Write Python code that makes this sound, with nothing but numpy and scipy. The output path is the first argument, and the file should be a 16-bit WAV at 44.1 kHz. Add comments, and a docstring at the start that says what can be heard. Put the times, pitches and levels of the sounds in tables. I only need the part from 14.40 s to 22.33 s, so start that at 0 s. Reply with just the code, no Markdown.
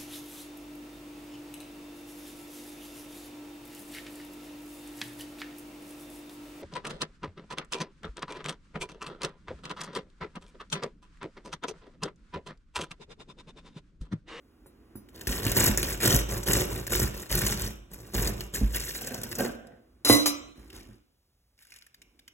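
"""A serrated knife saws through a crusty loaf on a wooden board in a kitchen.
Bursts of random clicks splinter the crust, ring the blade faintly and shake the loaf, which thuds.
The knife is laid on the worktop with a clatter of clicks fed into steel and wood tones.
Then two hands pull the halves apart: soft filtered noise with small crackles.
Echoes, a quiet background hush and a pair of close microphones complete the sound."""
import sys
import numpy as np
from scipy import signal
from scipy.fft import rfft, irfft
from scipy.io import wavfile
from scipy.ndimage import uniform_filter1d

SR = 44100
rng = np.random.default_rng(int(sys.argv[2]) if len(sys.argv) > 2 else 0)


def waveform_to_disk(signal):
    """Save audio, clipped to [-1, 1], as 16-bit WAV at the path in sys.argv[1]."""
    frames = np.transpose(np.atleast_2d(signal))
    scaled = np.clip(frames, -1, 1) * 32767
    samples = np.round(scaled).astype(np.int16)
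    wavfile.write(sys.argv[1], SR, samples)


N = 349713

# Levels in all tables are relative: the functions below mix them with further gains.
# Low rustle of the hand holding the loaf. Each row: time in seconds, level in dB.
GRIP_LEVEL = [(0, -60.5), (0.75, -54.5), (5.6, -62.5), (6.1, -52)]
# Hands take hold of the loaf, part the halves and turn them up.
# Each row: start in seconds, length in seconds, rustle level in dB, handling level in dB.
HAND_MOVES = [(6.14, 0.4, -61, -50.5), (6.31, 0.065, -47.5, -44.5), (7.16, 0.21, -58.5, -81),
              (7.28, 0.1, -55.5, -76), (7.55, 0.37, -80.5, -66)]
# Small crackles of crust under the fingers. Each row: time in seconds, level in dB.
FINGER_CRACKLES = [(5.27, -44.5), (6.301, -37.5), (7.2219, -43.5), (7.3204, -37), (7.36, -37),
                   (7.4214, -41.5), (7.465, -41), (7.5432, -40), (7.6175, -37.5), (7.7917, -42.5),
                   (7.8784, -34)]
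# The blade settles on the crust before the first stroke.
# Each row: time in seconds, blade ring level in dB, level of the tap on the loaf in dB.
BLADE_TOUCHES = [(0.26, -54, -50), (0.555, -46, -46.5)]
# Soft bumps of the loaf on the board. Each row: time in seconds, level in dB.
LOAF_BUMPS = [(0.555, -38), (0.874, -24.5), (1.065, -22), (1.29, -23.5), (1.739, -20.5), (2.622, -23.5),
              (4.213, -20), (6.178, -46.5), (6.49, -42.5)]
# Pieces of crust giving way. Each row: time in seconds, level in dB.
CRUST_SNAPS = [(0.6872, -46.5), (0.8107, -28.5), (0.8706, -15.5), (0.923, -19.5), (1.0652, -15.5),
               (1.1165, -14.5), (1.1662, -14), (1.1734, -9), (1.2602, -12), (1.3749, -10.5),
               (1.4288, -15.5), (1.4847, -21.5), (1.5265, -22), (1.6025, -21.5), (1.6553, -11.5),
               (1.7886, -16.5), (2.0299, -24.5), (2.0657, -20), (2.1336, -9), (2.467, -20.5),
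               (2.5323, -14.5), (3.066, -14.5), (3.123, -16.5), (3.5341, -30.5), (3.7505, -29),
               (3.8731, -16.5), (4.0071, -22.5), (4.1385, -24.5), (4.3455, -18.5), (4.358, -17),
               (4.413, -34), (4.4912, -25), (4.5492, -23.5), (4.6725, -23), (4.7402, -24), (4.8331, -21.5),
               (4.9152, -21), (4.9528, -24.5), (4.985, -20.5)]
# Pushes and pulls of the knife. Each row: start in seconds, length in seconds, crust splintering in dB,
# hollow rasp of the loaf in dB, rocking of the board in dB.
KNIFE_STROKES = [(0.72, 0.19, -51.5, -44.5, -56), (0.86, 0.14, -33.5, -30.5, -38.5),
                 (1.01, 0.11, -31, -28, -29.5), (1.14, 0.14, -22, -20.5, -28), (1.36, .17, -32, -30.5, -31),
                 (1.6, 0.15, -20.5, -20.5, -28), (1.87, 0.1, -34, -28.5, -31), (2.05, .16, -25, -23, -26),
                 (2.27, .13, -38, -32, -33.5), (2.485, 0.15, -26.5, -26, -26.5),
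                 (2.72, 0.11, -40.5, -38.5, -47.5), (2.885, 0.23, -26.5, -28, -26),
                 (3.16, 0.097, -33, -34, -30.5), (3.49, 0.48, -51.5, -45.5, -45.5),
                 (3.72, 0.15, -30, -27.5, -24), (3.93, .11, -47, -39.5, -38),
                 (4.12, 0.04, -30.5, -32.5, -31.5), (4.2, 0.19, -47, -43.5, -40.5),
                 (4.31, .37, -34.5, -41.5, -44), (4.69, 0.38, -43, -39, -42.5),
                 (4.965, 0.078, -33.5, -28, -46)]
# The last strokes reach the board, then the blade slides out.
# Each row: start in seconds, length in seconds, level in dB.
BOARD_SCRAPES = [(4.56, 0.31, -44.5), (4.68, 0.077, -39.5), (4.965, 0.056, -28), (5.14, .21, -52)]
# Knife contacts. Each row: time in seconds, blade ring in dB, knock on wood in dB, steel clack in dB,
# length of the chatter in seconds.
KNIFE_CONTACTS = [(5.648, -24, -31, -27, 0.075), (5.686, -19, -30, -34.5, 0.038),
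                  (5.698, -18.5, -9, -26.5, 0.017), (5.725, -19, -20.5, -27.5, 0.033),
                  (5.858, -21, -27.5, -17.5, .014)]

# Tones of the ringing blade. Each row: frequency in Hz, level in dB.
BLADE_TONES = [(3682, -10.5), (4027, 3), (5017, -5.5), (5997, 1), (7300, -3), (7494, -5), (8613, -3.5),
               (10213, 0.5), (10680, -5), (11553, -5), (12059, -9), (12900, -7.5), (15050, -7.5)]
# Tones of the loaf on its board. Each row: frequency in Hz, level in dB, time to fall 60 dB in seconds.
LOAF_TONES = [(53.6, -1, 0.48), (61.8, -3.5, 0.23), (114.7, 0.5, 0.16), (205.8, -4.5, 0.17)]
# Tones of the board under the teeth. Each row: frequency in Hz, level in dB, time to fall 60 dB in seconds.
BOARD_TONES = [(118, -4, 0.14), (230, 2, 0.088), (500, 0.5, .03), (700, 3.5, 0.016), (1577, -1, 0.029),
               (1790, -6, 0.03)]
# Tones of the knife handle on the worktop.
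# Each row: frequency in Hz, level in dB, time to fall 60 dB in seconds.
WORKTOP_TONES = [(62, -14, .2), (118.4, -5.5, 0.2), (227, -0.5, 0.15), (293, 3.5, 0.39), (442, 2, 0.055),
                 (538.6, -7, 0.2), (696, -8.5, 0.13), (1098, -4.5, 0.22), (2009, -3.5, 0.22)]

# Tone colours of hands, crust, hollow loaf, knock on wood, steel clack, background hush and room.
# Each row: frequency in Hz, level in dB per Hz.
HAND_COLOUR = [(50, 8.5), (150, -5), (330, 2), (550, -16.5), (1400, -17.5), (5000, -37)]
CRUST_COLOUR = [(150, -9.5), (900, -10), (1800, 1.5), (2500, -4.5), (6500, -1), (9000, -3), (12500, 2),
                (15500, -1)]
RASP_COLOUR = [(60, -19.5), (120, 6.5), (210, -1), (270, -3), (350, 4), (480, -3.5), (780, -11.5),
               (950, -8), (1900, -16.5), (6000, -50.5)]
KNOCK_COLOUR = [(100, -17), (600, -1), (6000, -23.0)]
CLACK_COLOUR = [(200, -5.5), (1000, 2), (3500, -5.5), (6300, 4.5), (9000, -9.5), (15500, -4)]
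HUSH_COLOUR = [(55, -1.5), (130, -14), (330, -21.5), (1500, -33), (15000, -35)]
ECHO_COLOUR = [(50, -16.5), (350, 11), (3000, 6.5), (15000, -6.5)]
# Kitchen reverberation. Each row: frequency in Hz, time to fall 60 dB in seconds.
ECHO_T60 = [(3000, 0.58), (14000, 0.31)]
# Microphone pair. Each row: frequency in Hz, phase in radians by which left leads right.
MIC_PHASE = [(100, 0), (750, -.9), (2300, 1.4), (3400, 1.7), (4600, np.pi), (17600, 7 * np.pi)]
# Microphone pair. Each row: frequency in Hz, left minus right level in dB.
MIC_BALANCE = [(60, -0.5), (650, -3), (3500, 0)]

# Every movement swells, sags slowly and dies away; loaf and board settle later than the crust.
ATTACK_S, SAG_DB_PER_S = 0.039, 13.5
CRUST_RELEASE_DB_PER_S, LOAF_RELEASE_DB_PER_S = 223, 152.5
BOARD_RELEASE_DB_PER_S, HAND_RELEASE_DB_PER_S = 90.5, 175
SOFT_CONTACT_HZ, CUTOFF_HZ = 450, 16000
HUSH_DB = -69


def from_db(db):
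    """Turn decibels into gain."""
    return 10 ** (np.asarray(db) / 20)


def low_pass(x, order, hz):
    """Soften everything above this frequency."""
    return signal.sosfilt(signal.butter(order, hz, fs=SR, output="sos"), x)


def gain_in_time(rows):
    """Gain curve through rows of time and dB, fading to silence outside them."""
    times, levels_db = np.transpose(rows)
    t = np.arange(N) / SR
    fade = np.interp(t, [times[0] - .05, times[0], times[-1], times[-1] + .05], [0, 1, 1, 0])
    return fade * from_db(np.interp(t, times, levels_db))


def movements(rows, column, release_db_per_s):
    """Gain of a run of movements: each swells, sags while it lasts, then falls faster."""
    t, power = np.arange(N) / SR, np.zeros(N)
    for start, length, *levels_db in rows:
        near = slice(int(start * SR), int((start + length + 1) * SR))
        age = t[near] - start
        swell = np.sin(np.pi / 2 * np.clip(age / ATTACK_S, 0, 1)) ** 2
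        fall_db = SAG_DB_PER_S * age + release_db_per_s * np.maximum(age - length, 0)
        power[near] += (swell * from_db(levels_db[column] - fall_db)) ** 2
    return np.sqrt(power)


def at_hz(points, hz):
    """Read a table between its rows, on a log-frequency axis."""
    f, value = np.transpose(points)
    return np.interp(np.log(np.maximum(hz, 1)), np.log(f), value)


def through(x, response):
    """Let every sample of x set off this response (convolution)."""
    return signal.oaconvolve(x, response)[:N]


def colour(x, spectrum, size=4096):
    """Minimum-phase filter with this spectrum: it only acts after the input and keeps white-noise power."""
    cepstrum = irfft(np.log(from_db(at_hz(spectrum, np.fft.rfftfreq(size, 1 / SR)))))
    # folding the cepstrum onto its first half gives the minimum-phase response
    cepstrum[1:size // 2] *= 2
    cepstrum[size // 2 + 1:] = 0
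    response = irfft(np.exp(rfft(cepstrum)))
    return through(x, response / np.linalg.norm(response))


def ringing(modes):
    """A struck object: one second of decaying sines with random phases, unit energy."""
    t = np.arange(SR) / SR
    response = np.zeros(SR)
    for hz, db, t60 in modes:
        decay = from_db(db - 60 * t / t60)
        response += decay * np.sin(2 * np.pi * hz * t + rng.uniform(0, 2 * np.pi))
    return response / np.linalg.norm(response)


def drift(per_s):
    """Random values, this many a second, joined by straight lines."""
    knots = rng.standard_normal(N // 10)
    return np.interp(np.arange(N) / SR * per_s, np.arange(len(knots)), knots)


def fractures(per_s, size_db, clump_db, clumps_per_s, even_s):
    """Random clicks of uneven size, in clumps, evened to about rms 1 over even_s seconds."""
    sizes = from_db(size_db * np.minimum(rng.exponential(1, N), 5) + clump_db * drift(clumps_per_s))
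    clicks = sizes * rng.choice([-1, 1], N) * (rng.random(N) < per_s / SR)
    power = uniform_filter1d(clicks ** 2, max(int(even_s * SR), 1))
    return clicks / np.sqrt(np.abs(power) + 1e-6)


def cascades(times, levels_db, lengths, per_s, size_db=3, size=8192):
    """Each event is a first click and a dying run of others; longer runs carry more energy."""
    out, t = np.zeros(N + size), np.arange(size) / SR
    for start, db, length in np.broadcast(times, levels_db, lengths):
        run = from_db(size_db * rng.exponential(1, size)) * rng.choice([-1, 1], size)
        run *= (rng.random(size) < per_s / SR) * np.exp(-t / length)
        run[0] = 2
        at = int(start * SR)
        out[at:at + size] += from_db(db) * run / np.linalg.norm(run) * np.sqrt(length * SR / 2)
    return out[:N]


def scatter(x, t60, flake_db, count=12, size=1024):
    """Cracks fall on different flakes, each rattling for some milliseconds around its own pitch."""
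    flake = rng.integers(0, count, N)[np.arange(N) // 128]  # a fresh choice every 128 samples
    out = np.zeros(N)
    for k, hz in enumerate(np.geomspace(1200, 14000, count)):
        rattle = rng.standard_normal(size) * from_db(-60 * np.arange(size) / SR / t60)
        rattle += from_db(flake_db) * signal.lfilter(*signal.iirpeak(hz, 2, fs=SR), rattle)
        out += through(x * (flake == k), rattle / np.linalg.norm(rattle))
    return out


def blade(clicks, t60, tilt_db=0):
    """Steel rings, high modes more briefly; tilt in dB per octave rises when the crumb damps the low ones."""
    lowest = BLADE_TONES[0][0]
    modes = [(hz, db + tilt_db * np.log2(hz / lowest), t60 * np.sqrt(lowest / hz))
             for hz, db in BLADE_TONES]
    return through(clicks, ringing(modes))


def background_hush():
    """Steady, mostly low noise of the quiet kitchen."""
    return from_db(HUSH_DB) * colour(rng.standard_normal(N), HUSH_COLOUR)


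def hands():
    """Fingers hold and rub the loaf as filtered noise; the last crust between the halves tears in clicks."""
    rustle = movements(HAND_MOVES, 0, HAND_RELEASE_DB_PER_S)
    handling = movements(HAND_MOVES, 1, HAND_RELEASE_DB_PER_S)
    times, level_db = np.transpose(FINGER_CRACKLES)
    ticks = cascades(times, level_db - 3.5, 0.0035, per_s=6500)
    flakes = rustle * fractures(per_s=1000, size_db=4.5, clump_db=-1, clumps_per_s=33, even_s=0.027)
    crackle = colour(scatter(ticks + flakes, t60=0.02, flake_db=3), CRUST_COLOUR)
    rubbing = (handling + gain_in_time(GRIP_LEVEL)) * colour(rng.standard_normal(N), HAND_COLOUR)
    return low_pass(crackle, 1, 9000) + rubbing


def touches():
    """The blade taps the hollow loaf and rings; the crust damps its low modes."""
    times, ring_db, tap_db = np.transpose(BLADE_TOUCHES)
    ring = blade(cascades(times, ring_db, 0.011, per_s=2100), t60=0.21, tilt_db=13.5)
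    tap = colour(cascades(times, tap_db, 0.013, per_s=900), RASP_COLOUR)
    return ring + tap


def bumps():
    """The soft loaf meets the board: a cushioned push into its low modes."""
    times, db = np.transpose(LOAF_BUMPS)
    contact = cascades(times, db + 5, 0.015, per_s=480)
    push = low_pass(contact + 1e-18, 2, SOFT_CONTACT_HZ)
    return through(push, ringing(LOAF_TONES))


def sawing():
    """Teeth splinter the crust; the fractures also shake the blade and the hollow loaf."""
    crunch = movements(KNIFE_STROKES, 0, CRUST_RELEASE_DB_PER_S)
    rasp = movements(KNIFE_STROKES, 1, LOAF_RELEASE_DB_PER_S)
    rock = movements(KNIFE_STROKES, 2, BOARD_RELEASE_DB_PER_S)
    scrape = movements(BOARD_SCRAPES, 0, LOAF_RELEASE_DB_PER_S)
    times, level_db = np.transpose(CRUST_SNAPS)
    teeth = fractures(per_s=1600, size_db=2.5, clump_db=3, clumps_per_s=130, even_s=0.053)
    snaps = cascades(times, level_db - 8, 0.0073, per_s=2800)
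    cracks = scatter(from_db(-2.5) * crunch * teeth + snaps, t60=0.01, flake_db=9.5)
    crust = colour(cracks, CRUST_COLOUR) + from_db(-14.5) * blade(cracks, t60=0.093, tilt_db=1.0)
    # the blade sticks and slips in the crumb, pushing loaf and board about
    drag = fractures(per_s=900, size_db=2, clump_db=7.5, clumps_per_s=32, even_s=0.035)
    shaking = rasp * from_db(-10.0) * (teeth + drag)
    loaf = colour(shaking + from_db(-9.5) * snaps, RASP_COLOUR)
    rocking = through(drag, ringing(LOAF_TONES))
    # even out the rocking over a tenth of a second, so the strokes set its level
    rocking /= np.sqrt(np.abs(uniform_filter1d(rocking ** 2, SR // 10)) + 1e-6)
    board = scrape * through(teeth, ringing(BOARD_TONES))
    return crust + loaf + from_db(-4) * rock * rocking + board


def knife():
    """Steel and handle chatter as the knife is laid on the worktop: clicks set off ring, wood and clack."""
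    times, ring_db, knock_db, clack_db, length = np.transpose(KNIFE_CONTACTS)
    ring = blade(cascades(times, ring_db, length, per_s=700), t60=0.19)
    knocks = cascades(times, knock_db, length, per_s=740)
    wood = from_db(-2.5) * through(knocks, ringing(WORKTOP_TONES))
    wood += from_db(-8.5) * colour(knocks, KNOCK_COLOUR)
    clacks = cascades(times, clack_db, length, per_s=3600)
    return ring + wood + colour(scatter(clacks, t60=0.045, flake_db=-1.5), CLACK_COLOUR)


def near_echoes(x, t60, size=1024):
    """First reflections from board, hands and worktop: short noise tails, different at each microphone."""
    tails = rng.standard_normal((2, size)) * from_db(-60 * np.arange(size) / SR / t60)
    return np.array([through(x, tail / np.linalg.norm(tail)) for tail in tails])


def kitchen(x, size=32768):
    """Diffuse reflections, different at each microphone: bands of decaying noise, the treble dying first."""
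    t, edges = np.arange(size) / SR, np.geomspace(40, 18000, num=9)
    sides = []
    for white in rng.standard_normal((2, size)):
        tail = np.zeros(size)
        for low, high in zip(edges, edges[1:]):
            band_filter = signal.butter(2, [low, high], "band", fs=SR, output="sos")
            t60 = at_hz(ECHO_T60, np.sqrt(low * high))
            tail += signal.sosfilt(band_filter, white) * from_db(-60 * t / t60)
        tail *= 1 - np.exp(-t / 0.002)  # soft start
        sides.append(through(x, tail / np.linalg.norm(tail)))
    return np.array(sides)


def scene():
    """All sources, close to the microphones, with near echoes, room and hush."""
    bread = touches() + sawing() + bumps() + hands()
    steel = knife()
    room = kitchen(colour(from_db(-13.5) * bread + from_db(-12.5) * steel, ECHO_COLOUR))
    hush = background_hush()
    near = from_db(-11.5) * near_echoes(bread + steel, t60=0.032)
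    return bread + steel + near + room + hush


def record(dry):
    """A closely spaced stereo pair, keenest where its two sides are opposed in phase."""
    hz = np.fft.rfftfreq(N, 1 / SR)
    phase = np.interp(hz, *np.transpose(MIC_PHASE))
    left, right = rfft(signal.sosfilt(signal.butter(6, 42, "high", fs=SR, output="sos"), dry))
    # the sides differ little in the bass; in the treble, diffuse sound differs only between the nulls
    width = from_db(5) * np.abs(np.sin(np.maximum(phase, np.pi / 2))) * hz / (hz + 250)
    ripple = from_db(3.5 * np.sin(phase / 2) ** 4)
    mid, side = (left + right) / 2, (left - right) / 2 * width
    sign = np.array([[1], [-1]])  # left, right
    balance = from_db(sign * at_hz(MIC_BALANCE, hz) / 2)
    pair = ripple * (mid + sign * side) * np.exp(.5j * sign * phase) * balance
    top_cut = signal.ellip(10, .2, 70, CUTOFF_HZ, fs=SR, output="sos")
    return signal.sosfilt(top_cut, irfft(pair, N))


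dry = scene()
out = record(dry)
waveform_to_disk(out)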